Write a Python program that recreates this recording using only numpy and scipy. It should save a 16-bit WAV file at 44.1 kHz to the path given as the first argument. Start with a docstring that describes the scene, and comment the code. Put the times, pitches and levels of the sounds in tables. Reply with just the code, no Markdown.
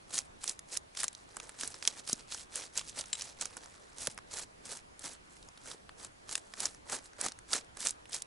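"""The listener first hears a fork scraping scales off a small fish on snow, about five hard or light passes
a second. Stick-slip of the tines is a random train of tiny damped snaps, with a duller knock of the body under it.
Single scales pop off as tight clusters of snaps and set the fork's modes ringing; the body thumps on the
snow as damped modes. Underneath lies a faint, wide wash of open air: noise shaped in frequency and time."""
import sys
import numpy as np
from scipy import signal
from scipy.io import wavfile
from scipy.ndimage import uniform_filter1d

SR = 44100
rng = np.random.default_rng(int(sys.argv[2]) if len(sys.argv) > 2 else 0)


def materialize(psi):
    """Save the field psi as 16-bit PCM at rate SR to the path in sys.argv[1].

    A 1-D psi becomes a single channel; in a 2-D psi each row is a channel.
    """
    bounded = np.clip(np.atleast_2d(psi).T, -1, 1)
    quanta = np.round(bounded * 32767).astype(np.int16)
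    wavfile.write(sys.argv[1], SR, quanta)


N = 364266  # length [samples]


def gain_of(db):
    """Level law: decibels to an amplitude factor."""
    return 10 ** (np.asarray(db) / 20)


def evened(x):
    """Power normalisation: scales to rms 1."""
    return x / np.sqrt(np.mean(x ** 2) + 1e-20)


def read(points, hz):
    """Spectral envelope: interpolates the points on a log-frequency axis."""
    f, value = np.transpose(points)
    return np.interp(np.log(hz + 1), np.log(f + 1), value)


def add(mix, s, sound):
    """Superposition: mixes a two-row sound in at s seconds."""
    part = mix[:, round(s * SR):][:, :sound.shape[1]]
    part += sound[:, :part.shape[1]]


def coloured(x, points):
    """Minimum-phase filtering: the Hilbert transform of the log gain gives the phase of a causal filter."""
    hz = abs(np.fft.fftfreq(2048, 1 / SR))
    log_gain = np.log(gain_of(np.maximum(read(points, hz), -100)))
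    response = np.exp(np.conj(signal.hilbert(log_gain)))
    taps = np.fft.ifft(response).real[:1024]
    return signal.oaconvolve(x, taps[None], axes=1)[:, :x.shape[1]]


def snap(hz, cycles, grit, size=256):
    """Damped oscillation: a short gritty wiggle, once for the middle and once, unrelated, for the side."""
    turns = np.arange(size) / SR * hz
    detune, phase = rng.uniform(0.85, 1.076, (2, 1)), rng.random((2, 1))
    wiggle = np.sin(2 * np.pi * (turns * detune + phase))
    sound = (wiggle + grit * rng.standard_normal((2, size))) * np.exp(-turns / cycles)
    return sound / np.linalg.norm(sound, axis=1, keepdims=True)


# spectra of the scale crackle and of the knock of the flesh: (frequency [Hz], relative density [dB per Hz])
CRACKLE_SPECTRUM = [(800, -18.5), (1500, -15), (2800, -13), (4500, -11), (6500, -2), (8200, 1), (9300, -2),
                    (11000, -0.5)]
KNOCK_SPECTRUM = [(35, -42), (60, -18), (196, -4), (268, 0), (340, -3.5), (489, 0), (702, -1.5), (890, 0.5),
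                  (994, -3), (1110, -3), (1590, -3.5), (2600, -12.5), (3380, -59), (5720, -120)]


def drag():
    """Stick-slip friction: scale edges crackle over a fine rasp, and the same slips knock the flesh."""
    bright_gain, dull_gain, knock_gain = pressure()
    per_s = np.clip(2600 * np.sqrt(bright_gain / gain_of(-45)), 350, 2600)  # a light touch catches few scales
    train = slips(per_s, spread_db=2.0, clump_db=1.5)

    edges = evened(grains(train, 1894, 13570, cycles=1.8, grit=0.6))
    rasp = gain_of(-9.5) * rng.standard_normal((2, N))
    crackle = coloured(edges + rasp, CRACKLE_SPECTRUM)
    dull = signal.sosfilt(signal.butter(4, 4500, fs=SR, output="sos"), crackle)
    bright = signal.sosfilt(signal.butter(4, 4500, "high", fs=SR, output="sos"), crackle)
    crackle = bright_gain * evened(bright) + dull_gain * evened(dull)

    heavy = train * (rng.random(N) < 0.45)  # under half of the slips reach the flesh
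    flesh = evened(grains(heavy, 322, 3110, cycles=1.55, grit=0.11))
    flesh = flesh + gain_of(-2.0) * rng.standard_normal((2, N))
    knock = knock_gain * evened(coloured(flesh, KNOCK_SPECTRUM))
    return crackle * gain_of([[0], [-10.5]]) + knock * gain_of([[0], [-8]])  # rows: middle, side


# passes of the tines, hard and light: (deepest time [s], bite before it [ms], drag after it [ms],
# bright crackle at the deepest, before raggedness [dB], body knock above the crackle, before the dig [dB])
PASSES = [(0.114, 20, 18, -61, -1), (0.188, 56, 5.8, -33, -18), (0.253, 10, 9.1, -58, -11),
          (0.493, 63.5, 31, -39, -15.5), (0.745, 41, 29, -40.5, -14.9), (1.004, 26.4, 40, -33.5, -18),
          (1.139, 28, 135, -63.5, -6), (1.391, 95, 370, -58.5, -1.5), (1.605, 9.8, 57, -40.5, -16),
          (1.709, 100, 123, -54.5, -13), (1.88, 33.5, 17.5, -38.5, -11), (1.997, 61, 7, -48, -6.1),
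          (2.09, 14.5, 37, -36, -20.5), (2.199, 87, 31, -55.5, -5), (2.318, 15, 115, -42.5, -14.5),
          (2.561, 32, 102, -43, -9.5), (2.786, 28, 15, -39, -13.5), (2.901, 72, 12, -48.5, -18),
          (2.994, 28, 25, -38.5, -9.5), (3.069, 13, 88, -54.5, -12), (3.215, 65, 103, -46.5, -11.5),
          (3.414, 3.4, 33, -40.5, -10), (3.542, 167, 440, -60, -2), (4.006, 17, 110, -42, -14),
          (4.396, 79, 38, -40, -9.5), (4.728, 64, 58, -42, -9), (5.057, 47, 85, -45, -7),
          (5.307, 59, 294, -63, -16), (5.708, 73, 41, -46, -7.5), (6.05, 64, 15, -48.5, -6.5),
          (6.323, 22, 48, -38.5, -12.5), (6.646, 59, 33, -37.5, -8), (6.747, 329, 21, -57, -13),
          (6.955, 55, 13.6, -34.5, -5.5), (7.061, 27, 10, -51, -13), (7.257, 52, 30, -37.5, -4),
          (7.546, 33.7, 39, -33.5, -9.5), (7.773, 13, 12, -59, 7), (7.863, 60.5, 45.5, -35.5, -15),
          (8.143, 14, 44, -35.5, -17)]
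# how flat the fork lies on the skin: (time [s], flatness [0 upright - 1 flat])
FLATNESS = [(0, 0.11), (.8, 0.075), (1.0, 0.62), (1.7, 0.46), (2.0, 0.67), (2.8, 0.61), (3.5, .9),
            (4.0, 0.23), (5.7, 0.22), (6.4, 0.085), (6.9, .05), (7.3, .3), (8.26, 0.31)]


def pressure():
    """Contact-force envelopes for bright crackle, dull part and knock: tines bite, drag raggedly and lift."""
    edge_drop_db, roundness = 11, 0.89  # loss where tines land and lift; exponent 1 = pointed, 2 = round
    lift_db_per_s = 620  # extra fade once the tines are off the skin
    knock_follows, dull_follows = 0.58, 0.83  # dB each layer moves for one dB of crackle within a pass
    dull_base_db, dull_per_knock, dull_flat_db = -6, 0.2, 6  # dull part grows with knock and with flatness
    dig_db, dig_place, dig_width = 5.5, 0.47, 0.56  # knock lost away from thick flesh; shares of the pass
    t, out = np.arange(0, N, 32) / SR, 0
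    flat = np.interp(t, *np.transpose(FLATNESS))
    for deepest, bite_ms, drag_ms, crackle_db, knock_db in PASSES:
        away = abs(t - deepest)
        contact = np.maximum(np.where(t < deepest, bite_ms, drag_ms), 2) / 1000
        drop_db = edge_drop_db * np.minimum(away / contact, 1) ** roundness
        drop_db = drop_db + lift_db_per_s * np.maximum(away - contact, 0)
        dull_db = dull_base_db + dull_per_knock * knock_db + dull_flat_db * flat
        place = (t - deepest + bite_ms / 1000) / ((bite_ms + drag_ms) / 1000)
        knock_db = knock_db - dig_db * (1 - np.exp(-((place - dig_place) / dig_width) ** 2))
        layers_db = np.array([-drop_db, dull_db - dull_follows * drop_db, knock_db - knock_follows * drop_db])
        out = out + gain_of(crackle_db + layers_db)
    ragged = uniform_filter1d(uniform_filter1d(rng.standard_normal(N), 500), 400)
    return np.repeat(out, 32, axis=1)[:, :N] * gain_of(1.8 * evened(ragged))


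def slips(per_s, spread_db, clump_db):
    """Random point process: instants of tine release, of clumped sizes; expected rms is 1 at any rate."""
    clumps = evened(uniform_filter1d(rng.standard_normal(N), 180))
    size_db = spread_db * np.minimum(rng.exponential(1, N), 4) + clump_db * clumps
    lets_go = rng.random(N) < per_s / SR
    return evened(gain_of(size_db)) * lets_go * np.sqrt(SR / per_s)


def grains(train, low_hz, high_hz, cycles, grit, count=24):
    """Impulse response convolution: each slip sounds one of a set of snaps of different pitch."""
    which, out = rng.integers(0, count, N), np.zeros((2, N))
    for k, hz in enumerate(np.linspace(low_hz, high_hz, count)):
        chosen = train * (which == k)
        out += signal.oaconvolve(chosen[None], snap(hz, cycles, grit), axes=1)[:, :N]
    return out


# scales popping off: (main snap time [s], crack peak before placing in the stereo field [dB],
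# nominal centre frequency [Hz], dull tock above the crack peak [dB])
SCALE_POPS = [(0.1378, -25, 7240, -13), (0.1433, -17, 8800, -17), (0.1545, -14, 8800, -35),
              (0.18, -11, 6840, -35), (0.1884, -9.5, 6200, -25), (0.4358, -25, 7500, -14),
              (0.4407, -15.5, 8100, -18), (0.478, -15, 5900, -31), (0.4946, -13.5, 6900, -45),
              (0.592, -25, 6200, -16), (0.767, -22.5, 5900, -23), (0.772, -11.5, 6120, -25),
              (0.9502, -31.5, 5740, -9), (0.9724, -22, 3460, -8), (1.004, -14, 8500, -37),
              (1.033, -10, 9600, -12.5), (1.0418, -7.5, 7000, -12.5), (1.0816, -10.5, 6500, -41),
              (1.1295, -31, 7650, -30), (1.1504, -30, 7000, -22), (1.3683, -19.5, 8050, -8.5),
              (1.4006, -26, 6600, -5.5), (1.431, -38, 6000, -5), (1.4934, -27, 7600, -8.5),
              (1.6103, -21, 7060, -29), (1.6342, -19, 5970, -4.5), (1.676, -19, 8900, -34),
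              (1.7429, -27, 5830, -4), (1.8257, -22, 5600, -8.5), (1.8518, -18.5, 6200, -42),
              (1.876, -3, 6300, -24), (2.09, -18, 4600, -33), (2.0758, -24, 6200, -16),
              (2.0964, -17, 5440, -10.5), (2.13, -3, 5970, -35), (2.3223, -20.5, 6600, -11),
              (2.3463, -21, 6950, -10.5), (2.557, -15, 7240, -24), (2.776, -12, 8300, -38),
              (2.7934, -13.5, 5550, -29), (2.812, -27, 2180, -5), (2.897, -28, 7700, -31),
              (2.9897, -20, 5800, -30), (3.0105, -19, 6400, -20), (3.04, -34.5, 3000, -2.5),
              (3.0583, -31.5, 6440, -21), (3.131, -11, 7800, -43), (3.1534, -27, 4450, -25),
              (3.2106, -20, 5530, -25), (3.2206, -21.5, 6480, -21), (3.4116, -15.5, 6840, -26),
              (3.4557, -17, 6650, -14.5), (3.5687, -25, 7300, -8.5), (3.643, -35, 6180, -18),
              (3.659, -36, 6000, -6), (3.984, -26, 7000, -17), (4.0715, -10, 7300, -13),
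              (4.1457, -40, 8710, -28), (4.1771, -27.5, 5270, -1.5), (4.187, -35, 4660, 4),
              (4.3383, -23, 7440, -17), (4.3711, -24, 8410, -15), (4.655, -27, 8900, -33),
              (4.722, -32.5, 7040, -19), (4.994, -25.5, 10000, -32), (5.078, -29.5, 7000, -16),
              (5.3675, -40, 6000, -7), (5.4278, -35.5, 4170, -26), (5.4873, -36.5, 6700, -8.5),
              (5.5753, -34.5, 4200, -6.5), (5.7143, -27.5, 3840, -7.5), (5.893, -35.5, 5000, 2),
              (6.0477, -25.5, 8200, -29), (6.293, -25, 6670, -8), (6.3125, -26, 7560, -13),
              (6.3541, -9, 7080, -15.5), (6.3785, -22, 7700, -10), (6.5378, -28.5, 5400, -2.5),
              (6.5753, -39, 4870, 1), (6.604, -11, 8900, -30), (6.6558, -8, 6550, -18.5),
              (6.747, -36.5, 6050, -5), (6.898, -21.5, 7000, -9), (7.1335, -42, 6000, -4),
              (7.2128, -10, 7800, -22), (7.2629, -16, 7850, -9), (7.2845, -19.5, 6200, -14),
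              (7.3202, -28.5, 4000, -10), (7.389, -34.5, 9800, -7), (7.5319, -10, 6040, -10.5),
              (7.537, -14.5, 6950, -7), (7.646, -40, 7670, -15), (7.771, -27.5, 7430, -6.5),
              (7.8618, -18, 7300, -6.5), (7.8704, -8, 6460, -21), (7.886, -14.5, 7100, -33),
              (7.8934, -18.5, 5840, -31), (7.9077, -15, 8900, -46), (8.056, -39.5, 3600, -16),
              (8.095, -34.5, 7490, -4.5), (8.131, -19, 5950, -40), (8.1453, -14, 7000, -40),
              (8.2212, -14.5, 7900, -45)]


def pops():
    """Fracture burst: a tight cluster of thin snaps round a main one, a dull tock and a faint fork ring."""
    out, t = np.zeros((2, N)), np.arange(3000) / SR
    ring = fork_ring(t)
    main_ms = 0.88  # from the start of the cluster to its main snap
    age = 1000 * t / main_ms
    for s, peak_db, hz, tock_db in SCALE_POPS:
        draw = rng.random((len(t), 2))
        swell = 1.4 * age * np.exp(-0.7 * age)
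        train = (draw[:, 0] < 5000 / SR) * (2 * draw[:, 1] - 1) * swell
        train[round(main_ms * SR / 1000)] = 1  # the main snap
        crack = signal.fftconvolve(train[None], snap(hz, cycles=1.07, grit=0.67), axes=1)[:, :len(t)]
        thin = signal.butter(2, 0.43 * hz, "high", fs=SR, output="sos")
        crack = signal.sosfilt(thin, crack)
        tock = signal.fftconvolve(train[None], snap(1400, cycles=0.6, grit=0.2), axes=1)[:, :len(t)]
        pop = crack / abs(crack[0]).max() + gain_of(tock_db) * tock / abs(tock[0]).max()
        pop += 0.03 * ring
        add(out, s - main_ms / 1000, gain_of(peak_db + np.array([[-1.5], [-12]])) * pop)
    return out


# modes of the fork: (frequency [Hz], relative level [dB], time to fall 60 dB [s])
FORK_MODES = [(3920, -9, 0.05), (6100, -44, 0.014), (7560, -1.5, 0.022), (7440, -3.5, 0.032),
              (8900, -20, 0.028)]


def fork_ring(t):
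    """Modal superposition: the fork's exponentially decaying sines, weaker in the side."""
    ring = sum(gain_of(db - 60 * t / t60) * np.sin(2 * np.pi * hz * t) for hz, db, t60 in FORK_MODES)
    return ring * [[1], [0.4]]


# stronger fork ring with the pops near 3.13 s: (time [s], gain on the fork's modes [dB])
STRONGER_RINGS = [(3.1298, -25), (3.1358, -27), (3.153, -37)]


def stronger_rings():
    """Modal superposition: a stronger fork ring with the pops near 3.13 s, in the same modes."""
    out, ring = np.zeros((2, N)), fork_ring(np.arange(3000) / SR)
    for s, db in STRONGER_RINGS:
        add(out, s, gain_of(db) * ring)
    return out


# the fish's body thumps on the snow: (time [s], peak level before placing in the stereo field [dB],
# lowest frequency of the first mode [Hz], time for the modes to fall 60 dB [s])
BODY_THUDS = [(1.634, -45, 245, 0.028), (2.131, -29.5, 224, 0.017), (4.075, -31.5, 506, 0.013),
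              (4.083, -39, 135, 0.018), (5.745, -43, 420, 0.011)]


def thuds():
    """Heavily damped modes: soft flesh gives a rounded start and a few dying cycles."""
    out, t = np.zeros((2, N)), np.arange(4000) / SR
    for s, peak_db, hz, t60 in BODY_THUDS:
        mode_hz = hz * rng.uniform(1.0, 1.1, (3, 1)) * [[1], [1.6], [1.2]]  # two modes, and one for the side
        first, second, side = np.sin(2 * np.pi * mode_hz * t) * gain_of(-60 * t / max(t60, 0.003))
        rounded_start = 1 - np.exp(-t / 0.0022)
        thud = np.array([first + 0.35 * second, 0.082 * side]) * rounded_start
        add(out, s, gain_of(peak_db) * thud / abs(thud).max())
    return out


# spectra of the open air, alike in both channels and opposed: (frequency [Hz], relative density [dB per Hz])
AIR_ALIKE = [(12, -39), (20, 3), (59, -4.5), (187, -10), (286, -11), (372, -10.5), (537, -14.5), (699, -15),
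             (1500, -18.5), (2820, -23), (10800, -29), (14000, -52), (22000, -120)]
AIR_OPPOSED = [(12, -50), (20, -29), (203, -11), (326, -11), (537, -9), (581, -7), (646, -10.5),
               (840, -8.5), (1800, -15), (3770, -24.5), (10800, -33), (14000, -62), (22000, -120)]


def air():
    """Filtered random noise: a distant wash with drifting patches, very wide, its side above its middle."""
    mid_db, side_db = -61, -58  # rms levels before placing in the stereo field
    frames, hz = N // 256 + 5, np.fft.rfftfreq(1024, 1 / SR)
    a, b, c, d, patches = rng.standard_normal((frames, 513, 5)).T
    patches = uniform_filter1d(patches, 12, 0)  # smooth over frequency
    patches = evened(uniform_filter1d(patches, 14, 1))  # and over time
    colour_db = np.array([read(AIR_ALIKE, hz), read(AIR_OPPOSED, hz)])[:, :, None]
    drift_db = 1.5 * patches
    spectra = np.array([a + 1j * b, c + 1j * d]) * gain_of(colour_db + drift_db)
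    mid, side = signal.istft(spectra, nperseg=1024, noverlap=768)[1][:, :N]
    return np.array([gain_of(mid_db) * evened(mid), gain_of(side_db) * evened(side)])


def scene():
    """Sum-and-difference stereo: middle and side become left and right, the fish slightly to the right."""
    mid, side = drag() + pops() + stronger_rings() + thuds()
    air_mid, air_side = air()
    fish = np.array([mid + side, mid - side]) * gain_of([[-1.1], [1.05]])
    wash = np.array([air_mid + air_side, air_mid - air_side]) * gain_of([[-0.4], [0.4]])
    return fish + wash


def band_limit(x):
    """A steep low-pass at the top of the band."""
    return signal.sosfilt(signal.butter(12, 12320, fs=SR, output="sos"), x)


# steep treble edge, almost nothing is heard above 11 kHz: (frequency [Hz], gain [dB])
TREBLE_EDGE = [(0, -1), (10900, 0.5), (11080, -8.5), (11500, -24), (13000, -51), (22050, -90)]


def record(dry):
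    """Linear-phase low-pass filtering: a steep treble edge, almost nothing is heard above 11 kHz."""
    hz = np.linspace(0, SR / 2, 1025)
    f, db = np.transpose(TREBLE_EDGE)
    taps = signal.firwin2(1501, hz, gain_of(np.interp(hz, f, db)), fs=SR, window=("kaiser", 8))
    mix = signal.oaconvolve(dry, taps[None], "same", axes=1)
    return band_limit(mix)


dry = scene()
out = record(dry)
materialize(out)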